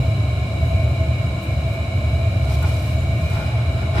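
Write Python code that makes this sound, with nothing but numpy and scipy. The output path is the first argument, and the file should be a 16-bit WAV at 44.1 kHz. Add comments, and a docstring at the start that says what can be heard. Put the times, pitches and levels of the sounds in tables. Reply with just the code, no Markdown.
"""A gas furnace roars from the first moment, heard from a stereo pair of microphones in a glass workshop:
deep combustion rumble, a wavering drone, the rush of the flame and the whistles of the burner.
In front of it a glassblower rubs a gather with a wet pad, lays the pad down and swings the pipe upright,
with puffs of steam, soft hisses and small ticks. A low tone hums briefly, far off.
At the end a rough scrape swells up in the room, with metal ringing under it."""
import sys
import numpy as np
from scipy import signal
from scipy.fft import rfft, irfft
from scipy.io import wavfile
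from scipy.ndimage import uniform_filter1d

SR = 44100
rng = np.random.default_rng(int(sys.argv[2]) if len(sys.argv) > 2 else 0)


def log_audio(samples):
    """Write samples as a 16-bit WAV file to the path given in sys.argv[1]."""
    # one column per channel
    frames = np.atleast_2d(samples).T
    # limit to full scale, then quantise
    limited = np.clip(frames, -1, 1)
    pcm = np.round(limited * 32767).astype(np.int16)
    wavfile.write(sys.argv[1], SR, pcm)


N = 176400
TIME = np.arange(N) / SR
FREQS = np.maximum(np.arange(N // 2 + 1) * SR / N, 1)
LEFT_RIGHT = np.array([[1], [-1]])


def from_db(db):
    """Decibels to gain."""
    return 10 ** (np.asarray(db) / 20)


def spectrum(points):
    """Gain at every frequency from (Hz, dB) points."""
    hz, db = np.transpose(points)
    return from_db(np.interp(np.log(FREQS), np.log(hz), db))


def resonance(hz, width):
    """Gain of a steep-sided resonance that passes unit power."""
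    shape = 1 / (1 + ((FREQS - hz) / (.75 * width)) ** 2)
    return shape / np.sqrt(np.sum(shape ** 2) * SR / N)


def resonances(rows):
    """Gain of several resonances whose powers add."""
    return np.sqrt(sum((from_db(db) * resonance(hz, width)) ** 2 for hz, width, db in rows))


# Width of the room at the microphones. Each row: frequency in Hz, side minus mid in dB.
ROOM_WIDTH = [(60, -29), (125, -26.5), (250, -15.5), (480, -10.5), (680, -8.5), (1000, -3.5), (1900, 3.5),
              (2400, -0.5), (3800, -1.5), (7000, 0), (15000, 0.5)]
def room_noise(density):
    """Stereo noise of a given amplitude per root Hz: alike in the bass, diffuse in the treble."""
    mid, side = rfft(rng.standard_normal((2, N)))
    width = spectrum(ROOM_WIDTH)
    pair = (mid + width * side * LEFT_RIGHT) / np.sqrt(1 + width ** 2)
    return irfft(pair * density * np.sqrt(SR / 2), N)


def ride_level(noise, curve, steadiness, window_s):
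    """Calm the chance swells of a noise and let it ride a level curve around its mean."""
    power = np.mean(noise ** 2, axis=0)
    size = int(window_s * SR)
    local_power = uniform_filter1d(uniform_filter1d(power, size), size // 2)
    calmed = noise * (power.mean() / local_power) ** (steadiness / 2)
    gain = from_db(np.interp(TIME, *np.transpose(curve)))
    return calmed * gain / np.sqrt(np.mean(gain ** 2))


def swell(peak_s, rise_s, fall_s):
    """A rounded rise to a peak, then an exponential fall."""
    age = TIME - peak_s
    return np.exp(-(np.minimum(age, 0) / rise_s) ** 2 - np.maximum(age, 0) / fall_s)


def force(strokes):
    """Strength of the rubbing over time, one swell for each stroke."""
    return np.sqrt(sum((from_db(db) * swell(s, rise, fall)) ** 2 for s, rise, fall, db in strokes))


def grainy_noise(strokes, colour, grain_hz, grain_db):
    """Noise that swells with each stroke, with the quick unevenness of a rubbing contact."""
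    noise = room_noise(spectrum(colour))
    knots = rng.standard_normal(4000)
    grain = from_db(grain_db * np.interp(TIME * grain_hz, np.arange(len(knots)), knots))
    return noise * force(strokes) * grain


# The low end of the furnace. Each row: frequency in Hz, density in dB per Hz.
RUMBLE_SPECTRUM = [(20, -72), (38, -64), (54, -59.5), (63, -45), (73, -35.5), (84, -35.5), (96, -42),
                   (103, -36), (109, -41), (119, -35), (138, -46.5), (160, -50.5), (185, -66), (300, -99)]
# Its throb. Each row: time in seconds, relative level in dB.
RUMBLE_THROB = [(0.0, -18.5), (0.59, -24.5), (0.63, -18), (1.31, -22.5), (1.46, -32), (1.5, -20.5),
                (1.89, -26), (1.97, -19.5), (2.02, -24.5), (2.05, -20), (2.6, -20), (2.65, -16),
                (2.68, -22), (3.13, -20.5), (3.53, -22.5), (3.55, -20.5), (3.91, -23), (4.0, -17)]
def combustion_rumble():
    """Burning gas throbs in the bass, which reaches the right microphone first."""
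    left_lag_s = 0.00014
    noise = room_noise(spectrum(RUMBLE_SPECTRUM))
    left, right = ride_level(noise, RUMBLE_THROB, steadiness=0.8, window_s=0.12)
    return np.array([np.interp(TIME - left_lag_s, TIME, left), right])


# The wavering of the drone. Each row: time in seconds, relative level in dB.
DRONE_WAVER = [(0.0, -42), (0.12, -28), (0.15, -42.5), (0.4, -45), (0.71, -30), (0.86, -36), (1.1, -32.5),
               (1.15, -46), (1.18, -34), (1.38, -43.5), (1.53, -34.5), (1.59, -47), (1.65, -34.5),
               (2.12, -41), (2.13, -35), (2.88, -39.5), (3.79, -37), (4.0, -33)]
def furnace_drone():
    """One narrow band of the roar stands out as a wavering note."""
    noise = room_noise(from_db(-35) * resonance(hz=658.8, width=15.5))
    return ride_level(noise, DRONE_WAVER, steadiness=0.54, window_s=0.094)


# Modes of the burner and its duct. Each row: centre in Hz, width in Hz, rms level in dB.
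DUCT_MODES = [(325.2, 9.4, -45.5), (388.2, 18, -49.5), (509, 3.5, -53.5), (574, 16, -52.5),
              (617, 11, -42.5), (719, 45, -45), (846, 61, -54), (1064, 23, -48.5), (1463, 69, -57),
              (1677, 69, -54.5), (2260, 138, -43), (2360, 80, -48.5), (2690, 120, -56), (2885, 77, -48.5),
              (3884, 146, -48.5), (4022, 124, -50), (5070, 100, -60.5)]
# Sizzle of the gas nozzle. Each row: centre in Hz, width in Hz, rms level in dB.
NOZZLE_BANDS = [(7090, 150, -60.5), (8150, 56, -66), (9060, 200, -70.5), (9900, 150, -70),
                (11800, 200, -82), (12800, 35, -81), (13600, 40, -73)]
def burner():
    """Burner and duct resonate steadily, with the faint sizzle of the nozzle on top."""
    return room_noise(resonances(DUCT_MODES + NOZZLE_BANDS))


# The flame as it fills the workshop. Each row: frequency in Hz, density in dB per Hz.
RUSH_SPECTRUM = [(60, -84), (185, -56), (240, -58.5), (290, -61), (390, -67.5), (480, -67.5), (570, -61.5),
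                 (710, -64.5), (770, -72.5), (940, -74.5), (1100, -74), (1420, -71), (1560, -77),
                 (1950, -84), (2600, -81.5), (3100, -78.5), (3400, -83), (3750, -81), (4350, -86),
                 (5200, -87.5), (5800, -90), (8900, -90.5), (9900, -96.5), (10400, -102), (12000, -96.5),
                 (15000, -107)]
def flame_rush():
    """The flame gives off a broad, even rush."""
    return room_noise(spectrum(RUSH_SPECTRUM))


# Thin whistles of the gas jet. Each row: pitch in Hz, rms level in dB.
JET_WHISTLES = [(1041, -54.5), (1231, -56.5), (1384, -68), (1688, -67), (1876, -59.5), (2202, -48),
                (2235, -47.5), (2266, -53), (2292, -50.5), (2371, -48), (2405, -46.5), (2720, -59),
                (2972, -70)]
def jet_whistles():
    """Each whistle wavers and stands in the room with a phase of its own between the microphones."""
    width = spectrum(ROOM_WIDTH)
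    pair = 0
    for k, (hz, db) in enumerate(JET_WHISTLES):
        tone = rfft(rng.standard_normal(N)) * from_db(db) * resonance(hz, width=4)
        phase = (-1) ** k * np.arctan(width[int(hz * N / SR)])
        pair = pair + tone * np.exp(1j * phase * LEFT_RIGHT)
    return irfft(pair * np.sqrt(SR / 2), N)


# Puffs off the pad. Each row: peak time, rise and fall in seconds, gain in dB.
STEAM_PUFFS = [(1.44, .022, 0.027, 0), (1.75, .07, .02, -7), (2.83, 0.074, .12, -7)]
# The steam at unit gain. Each row: frequency in Hz, density in dB per Hz.
STEAM_SPECTRUM = [(4000, -108), (9000, -86), (11500, -90), (13200, -84), (14200, -87), (15000, -91)]
def steam_puffs():
    """Steam leaves the wet pad in thin, high puffs."""
    return grainy_noise(STEAM_PUFFS, STEAM_SPECTRUM, grain_hz=300, grain_db=1.5)


def distant_hum(hz=231, peak_s=1.93, spread_s=0.146, rms_db=-37.5):
    """Far from the microphones, a faint low tone swells and fades."""
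    envelope = np.exp(-((TIME - peak_s) / spread_s) ** 2)
    return np.sqrt(2) * from_db(rms_db) * envelope * np.sin(2 * np.pi * hz * TIME)


# Strokes of pad and pipe. Each row: peak time, rise and fall in seconds, gain in dB.
HISS_STROKES = [(2.45, 0.034, .05, -7), (2.535, .045, 0.11, 1), (2.685, 0.038, .24, 0.5),
                (2.91, .04, 0.076, -7), (3.35, 0.14, 0.12, -3.5)]
# Their hiss at unit gain. Each row: frequency in Hz, density in dB per Hz.
HISS_SPECTRUM = [(600, -75.5), (1500, -78), (3000, -78.5), (5300, -80.5), (6200, -84), (8500, -85),
                 (10000, -86.5), (12500, -88.5), (15000, -91)]
def pad_and_pipe_hiss():
    """In front of the furnace, the wet pad rubs and the pipe slides with soft hisses."""
    return grainy_noise(HISS_STROKES, HISS_SPECTRUM, grain_hz=210, grain_db=2.0)


# Dull scuffs and scrapes in the room. Each row: peak time, rise and fall in seconds, gain in dB.
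SCRAPE_STROKES = [(2.51, 0.073, 0.07, -15.5), (2.645, .025, .06, -8.5), (3.39, .1, 0.31, -9),
                  (3.79, 0.026, 0.17, -12.5), (3.985, 0.036, 0.075, -0.5)]
# Their grit at unit gain. Each row: frequency in Hz, density in dB per Hz.
SCRAPE_SPECTRUM = [(150, -74), (330, -54.5), (520, -70), (830, -57.5), (1100, -60.5), (1480, -64),
                   (1900, -63.5), (2500, -70), (3500, -69.5), (5000, -76.5), (6200, -84), (9500, -84.5),
                   (15000, -105)]
# Modes of the scraped metal. Each row: centre in Hz, width in Hz, relative level in dB.
METAL_MODES = [(393, 26, -35), (846, 25, -33), (1364, 22, -38), (1426, 19, -33.5), (1530, 25, -39.5),
               (2020, 320, -46), (2340, 160, -37), (5200, 260, -49)]
def scraped_metal():
    """A gritty scrape sets the metal ringing under it."""
    drive = force(SCRAPE_STROKES) ** 1.26  # harder scrapes ring out of proportion
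    ring = from_db(2.5) * room_noise(resonances(METAL_MODES)) * drive
    grit = grainy_noise(SCRAPE_STROKES, SCRAPE_SPECTRUM, grain_hz=120, grain_db=1.0)
    return grit + ring


# Small ticks and knocks of the tools. Each row: peak time in seconds, centre and width in Hz,
# decay in seconds, rms level at the peak in dB.
TOOL_TICKS = [(2.627, 13900, 1500, .005, -40), (2.629, 8000, 5000, .004, -41),
              (2.638, 890, 200, .04, -36.5), (2.784, 4500, 3000, .005, -47),
              (2.808, 12500, 3000, .005, -52), (2.98, 7160, 150, 0.043, -50)]
def tool_ticks(rise_s=.002):
    """Light contacts, each a short ring in one band."""
    return sum(room_noise(from_db(db) * resonance(hz, width)) * swell(peak_s, rise_s, decay_s)
               for peak_s, hz, width, decay_s, db in TOOL_TICKS)


def scene():
    """The workshop from the microphones: the furnace, a far hum and the handwork in front."""
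    furnace = combustion_rumble() + furnace_drone() + burner() + flame_rush() + jet_whistles()
    handwork = pad_and_pipe_hiss() + steam_puffs() + scraped_metal() + tool_ticks()
    return furnace + distant_hum() + handwork


def record(dry):
    """Both microphone channels are softened at the ends and cut steeply at the top."""
    fade_s, cutoff_hz = .002, 15300
    fade = np.clip(np.minimum(TIME, TIME[-1] - TIME) / fade_s, 0, 1)
    lowpass = signal.ellip(12, .1, 80, cutoff_hz, fs=SR, output="sos")
    return signal.sosfilt(lowpass, dry * fade)


dry = scene()
out = record(dry)
log_audio(out)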